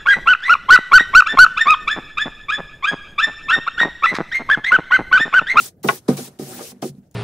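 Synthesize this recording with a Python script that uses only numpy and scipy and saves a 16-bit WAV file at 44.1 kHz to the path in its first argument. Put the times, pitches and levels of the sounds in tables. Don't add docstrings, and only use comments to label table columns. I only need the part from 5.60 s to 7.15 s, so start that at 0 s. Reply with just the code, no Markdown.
import sys
import numpy as np
from scipy import signal
from scipy.fft import rfft, irfft, next_fast_len
from scipy.io import wavfile

SR = 44100
rng = np.random.default_rng(int(sys.argv[2]) if len(sys.argv) > 2 else 0)


def wav_record(signal):
    frames = np.transpose(np.atleast_2d(signal))
    bounded = np.clip(frames, -1, 1)
    quanta = np.round(bounded * 32767).astype(np.int16)
    wavfile.write(sys.argv[1], SR, quanta)


def volts_from_db(level):
    exponent = np.asarray(level, float) / 20
    return 10 ** exponent


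N = 68355
T = np.arange(N) / SR
PAD = next_fast_len(N + SR // 2)
HZ = np.maximum(np.arange(PAD // 2 + 1) * SR / PAD, 1)
ATTACK_S = 0.006


def rms_one(x):
    return x / np.sqrt(np.mean(x ** 2) + 1e-20)


def at_hz(points, hz):
    table_hz, value = np.transpose(points)
    return np.interp(np.log(hz), np.log(table_hz), value)


def drift(rate):
    r = np.exp(-80 * np.pi * rate / SR)
    slow = signal.lfilter([1], [1, -2 * r, r * r], rng.standard_normal(N // 40 + 1002))[1000:]
    return np.interp(np.arange(N) / 40, np.arange(len(slow)), rms_one(slow))


def fade(start, t60):
    return (T >= start) * volts_from_db(-60 * np.maximum(T - start, 0) / t60)


# frequency in Hz, left-right likeness from 0 to 1.
PORT_LIKENESS = [(50, 0.23), (90, 0.98), (420, 0.99), (650, 0.66), (1000, 0.25), (11500, 0.11),
                 (13000, 0.87), (16000, 0.76)]


def spread(mid, side):
    alike = np.clip(at_hz(PORT_LIKENESS, HZ), 0, 1)
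    return np.sqrt(1 + alike) * mid + np.sqrt(1 - alike) * side * [[1], [-1]]


def ring(force, hz, t60):
    r, w = volts_from_db(-60 / (t60 * SR)), 2 * np.pi * hz / SR
    turn = 0.45 * np.arccos(np.clip(at_hz(PORT_LIKENESS, hz), 0, 1)) * rng.choice([-1, 1])
    poles = [1, -2 * r * np.cos(w), r * r]
    ports = [signal.lfilter([np.sin(p), r * np.sin(w - p)], poles, force + 1e-18) for p in (turn, -turn)]
    return np.array(ports)


def colour(source, spectrum, patchy_db):
    mid, side = rfft(source, PAD) * volts_from_db(at_hz(spectrum, HZ))
    pair = spread(mid, side)
    place = 2 * np.log2(HZ / 30)
    out = 0
    for k in range(19):
        band = irfft(pair * np.maximum(1 - abs(place - k), 0), PAD)[:, :N]
        out = out + band * volts_from_db(patchy_db * drift(25))
    return rms_one(out)


def flicks():
    per_s, spread_db = 11000, 1
    sizes = volts_from_db(spread_db * np.minimum(rng.exponential(1, (2, N)), 5)) * rng.choice([-1, 1], (2, N))
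    return sizes * (rng.random((2, N)) < per_s / SR)


# start in seconds, lift-off in seconds,
# hiss level in dB, change over the stroke in dB, scrape relative to the hiss in dB.
STROKES = [(-.05, 0.086, -28, -11.5, -19), (0.229, .275, -38.5, -1, -13.5),
           (0.271, 0.388, -29.5, -14.5, -11.5), (0.37, .48, -71, 7, -1.5), (0.479, .57, -35.5, -12.5, 1.5),
           (.565, 0.683, -32.5, -10.5, -12.5), (.69, .79, -60.5, -8.5, 2.5), (0.787, .99, -43, 3, -6),
           (0.976, 1.02, -48.5, 9, -2.5), (1.021, 1.115, -37, -5.5, -14.5), (1.119, 1.215, -70.5, -1, 3.5),
           (1.217, 1.294, -38.5, -5, -14.5), (1.294, 1.392, -74, 3.5, -1), (1.426, 1.441, -87, 0, 15.5),
           (1.45, 1.475, -76.5, -1, -7), (1.509, 1.528, -67.5, -4, -12.5), (1.541, 1.6, -44, -15.5, -7.5)]


def pressure():
    lift_db_per_s = 1042.5
    sheen_base_db, sheen_swing_db, sheen_follows = -5, 9, 0.24
    power = 0
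    for start, lift, db, change_db, scrape_db in STROKES:
        rise = np.clip((T - start) / ATTACK_S, 0, 1)
        done = np.clip((T - start) / (lift - start), 0, 1)
        slide = rise * volts_from_db(db + change_db * done - lift_db_per_s * np.maximum(T - lift, 0))
        slow = 1 - np.sin(np.pi * done ** 2.0)
        sheen_db = sheen_base_db - sheen_swing_db * slow + sheen_follows * (db + 56.5)
        power = power + np.array([slide, slide * volts_from_db(sheen_db), slide * volts_from_db(scrape_db)]) ** 2
    return np.sqrt(power)


# frequency in Hz, level in dB per Hz.
HISS = [(700, -36), (1500, -14.5), (3500, -3.5), (6000, -0.5), (7500, -3), (9600, -0.5), (13000, -8),
        (16000, -18.5)]
SHEEN = [(5000, -10), (8500, -3.5), (11000, -10), (16000, 1.5)]
SCRAPE = [(300, -8.5), (700, 4), (1500, 2), (3000, -4), (6000, -14.5), (16000, -44.5)]


def bristles(slide, sheen, scrape):
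    hiss = slide * colour(flicks(), HISS, patchy_db=1.0)
    top = sheen * colour(flicks(), SHEEN, patchy_db=-4.5)
    return hiss + top + scrape * colour(flicks(), SCRAPE, patchy_db=4.5)


# time in seconds, bristle slap in dB, woody clack in dB, t60 in seconds.
LANDINGS = [
    (0.238, -45, -23.5, 0.1),
    (0.2857, -31, -8.5, 0.079),
    (0.4833, -29.5, -22, 0.077),
    (0.576, -27.5, -55, 0.11),
    (0.676, -48, -37, 0.048),
    (0.789, -38.5, -47, 0.06),
    (0.989, -57, -32, 0.1),
    (1.117, -53.5, -36.5, 0.037),
    (1.223, -29.5, -25, 0.089),
]
# frequency in Hz, level in dB per Hz.
SLAP = [(900, -6), (2000, -2), (3500, 3), (5500, 7.5), (9000, -24), (16000, -23)]
CLACK = [(300, -9.5), (700, 1.5), (1200, -6), (2000, -13), (3500, -22.5), (7000, -41), (16000, -51.5)]


def landings():
    slap, clack = 0, 0
    for s, slap_db, clack_db, t60 in LANDINGS:
        fall = fade(s, t60)
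        slap = slap + volts_from_db(slap_db) * fall
        clack = clack + volts_from_db(clack_db) * fall * np.clip((T - s) / ATTACK_S, 0, 1)
    return slap * colour(flicks(), SLAP, patchy_db=5.5) + clack * colour(flicks(), CLACK, patchy_db=0.5)


# time in seconds, level in dB, centre of the push in Hz, contact in seconds.
THUMPS = [(-.01, -27.5, 230, 0.0026), (.05, -44.5, 350, 0.0095), (.165, -65, 130, 0.015),
          (.259, -20.5, 392, 0.0033), (.31, -21.5, 441, 0.03), (.242, -14, 350, 0.0076),
          (.247, -20.5, 149, 0.018), (.482, -6.5, 229, 0.011), (.507, -21, 250, 0.012),
          (.518, -19, 225, 0.021), (.592, -20.5, 244, 0.029), (.486, -11.5, 460, 0.021),
          (.58, -27.5, 500, 0.0042), (.675, -36, 253, 0.0083), (.792, -23.5, 330, 0.0054),
          (.814, -23.5, 254, 0.0059), (.866, -37.5, 392, 0.0093), (.8, -22, 244, 0.25),
          (.482, -5.5, 381, 0.014), (.98, -42, 610, 0.0079), (1.003, -26.5, 486, 0.012),
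          (1.02, -24.5, 503, 0.033), (1.11, -34, 210, 0.025), (1.15, -39.5, 235, 0.018),
          (1.2245, -16, 391, 0.003), (1.242, -16.5, 325, 0.019), (1.28, -23.5, 140, 0.018),
          (1.33, -34.5, 180, 0.0205), (1.37, -33, 193, 0.021), (1.395, -42.5, 139.7, 0.027),
          (.578, -25, 750, 0.0176), (.565, -26, 372, 0.029), (.86, -30, 770, .07), (.86, -34, 365, 0.083),
          (.995, -28, 1226, 0.019), (1.01, -35, 587, 0.021), (1.228, -22.5, 375, 0.011),
          (1.24, -30, 765, 0.0056), (1.26, -37.5, 513, 0.015), (1.12, -41.5, 452, 0.022),
          (.5, -23, 616, 0.0055), (.68, -40, 125, 0.036)]
# frequency in Hz, level in dB, t60 in seconds.
BOARD_MODES = [(110.5, -15, 0.5), (141.1, -1.5, 0.29), (193.6, -0.5, 0.15), (244, 2, 0.14),
               (329.2, -1, 0.071), (375.1, 2, 0.1), (456.3, -0.5, 0.079), (513.3, -8.5, 0.14),
               (587, -0.5, 0.046), (658, -8, 0.088), (764.7, 0.5, 0.077), (1000, -32, .07),
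               (1226, -1, 0.062), (1450, -18, .06)]


def board(rub):
    push_octaves, short_contact_s = 0.93, 0.0087
    lead = SR // 10
    out, length = 0, N + lead
    luck = rng.normal(0, 1, (len(THUMPS), len(BOARD_MODES), 2))
    grit = rng.standard_normal((2, N))
    for m, (hz, mode_db, t60) in enumerate(BOARD_MODES):
        force = np.zeros(length)
        for k, (s, db, centre_hz, contact_s) in enumerate(THUMPS):
            i, n = int(s * SR) + lead, max(int(contact_s * SR), 8)
            push = np.hanning(n) * np.sin(2 * np.pi * hz * np.arange(n) / SR + luck[k, m, 0]) * 4 / n
            away = np.log2(hz / centre_hz) / push_octaves * max(1, contact_s / short_contact_s)
            force[i:i + n] += push * volts_from_db(db + luck[k, m, 1] - 4.4 * away ** 2)
        rub_db = 0.5 - 3 * np.log2(hz / 330) ** 2
        force[lead:] += grit[m % 2] * rub * volts_from_db(rub_db) * np.sqrt(28 / (t60 * SR))
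        out = out + volts_from_db(mode_db - 4.5) * ring(force, hz, t60)[:, lead:]
    return out


# time in seconds, level in dB, brightness in dB per octave.
KNOCKS = [
    (0.287, -14, 11),
    (.2905, -4.5, -4.5),
    (0.296, -13.5, -1),
    (0.306, -22, 2),
]
# frequency in Hz, level in dB, t60 in seconds.
BLOCK_MODES = [(420, -11, 0.066), (693, -8, 0.052), (840.6, -11.5, 0.13), (998, -8, 0.034),
               (1088, 4.5, 0.044), (1302, -5, 0.037), (1468, 6, 0.034), (1635, -14.5, 0.072),
               (1990, -8, 0.032), (2370, -5.5, 0.021), (2680, -2.5, 0.01), (3010, -13, 0.021),
               (3620, -17, 0.018), (4550, -31.5, 0.017)]


def knock():
    grip_db_per_s2 = 2994
    s, db, tilt_db = np.transpose(KNOCKS)
    out, luck = 0, rng.normal(0, 1, (len(s), len(BLOCK_MODES)))
    for m, (hz, mode_db, t60) in enumerate(BLOCK_MODES):
        click_db = db + mode_db - 5 + tilt_db * np.log2(hz / 1100) + 1.5 * luck[:, m]
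        clicks = np.zeros(N)
        clicks[(s * SR).astype(int)] = volts_from_db(click_db) * (-1) ** m
        out = out + ring(clicks, hz, t60)
    return out * volts_from_db(-grip_db_per_s2 * (T - s[0]) ** 2)


# time in seconds, level in dB, ring in Hz.
TICKS = [
    (1.352, -56, 3976),
    (1.448, -68.5, 8920),
    (1.5127, -47, 6830),
    (1.5125, -59.5, 13000),
    (1.5128, -53, 15300),
]


def ticks():
    out = 0
    for s, db, hz in TICKS:
        click = 1. * (np.arange(N) == int(s * SR))
        out = out + volts_from_db(db) * ring(click, hz, 0.0072)
    return out


def room(pair):
    t60_s, level_db, wall_cut_hz = 0.097, -20.5, 11000
    t = np.arange(SR // 2) / SR
    tail = rng.standard_normal((2, len(t))) * volts_from_db(-60 * t / t60_s) * (t > .006)
    mid, side = rfft(rms_one(tail) / np.sqrt(len(t)), PAD) / (1 + 1j * HZ / wall_cut_hz)
    return volts_from_db(level_db) * irfft(rfft(pair, PAD) * spread(mid, side), PAD)[:, :N]


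# frequency in Hz, level in dB per Hz.
AIR = [(15, -41.5), (25, -27.5), (117, -3.5), (641, -21), (1100, -36), (1190, -35.5), (1650, -37.5),
       (2220, -44.5), (16000, -48.5)]


def background():
    return volts_from_db(-55) * colour(rng.standard_normal((2, N)), AIR, patchy_db=3.5)


def scene():
    slide, sheen, scrape = pressure()
    near = bristles(slide, sheen, scrape) + landings()
    near = near + board(scrape * volts_from_db(2 * drift(30))) + knock() + ticks()
    near = signal.sosfilt(signal.butter(4, 117.6, "high", fs=SR, output="sos"), near)
    return near + room(near) + background()


def band_limit(x):
    return signal.sosfilt(signal.butter(12, 16500, fs=SR, output="sos"), x)


# frequency in Hz, left minus right in dB.
PORT_LEAN = [(60, 2.5), (180, -0.5), (550, -2), (1650, 3), (4970, 0.5), (15000, 1)]


def record(dry):
    limit, top_hz, edge_hz = 1.3, 15900, 250
    lean = volts_from_db(.5 * at_hz(PORT_LEAN, HZ))
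    ports = irfft(rfft(dry, PAD) * [lean, 1 / lean], PAD)
    rounded = limit * np.tanh(ports / limit)
    top_cut = np.clip((top_hz - HZ) / edge_hz, 0, 1) ** 2
    mix = irfft(rfft(rounded) * top_cut, PAD)[:, :N]
    return band_limit(mix)


dry = scene()
out = record(dry)
wav_record(out)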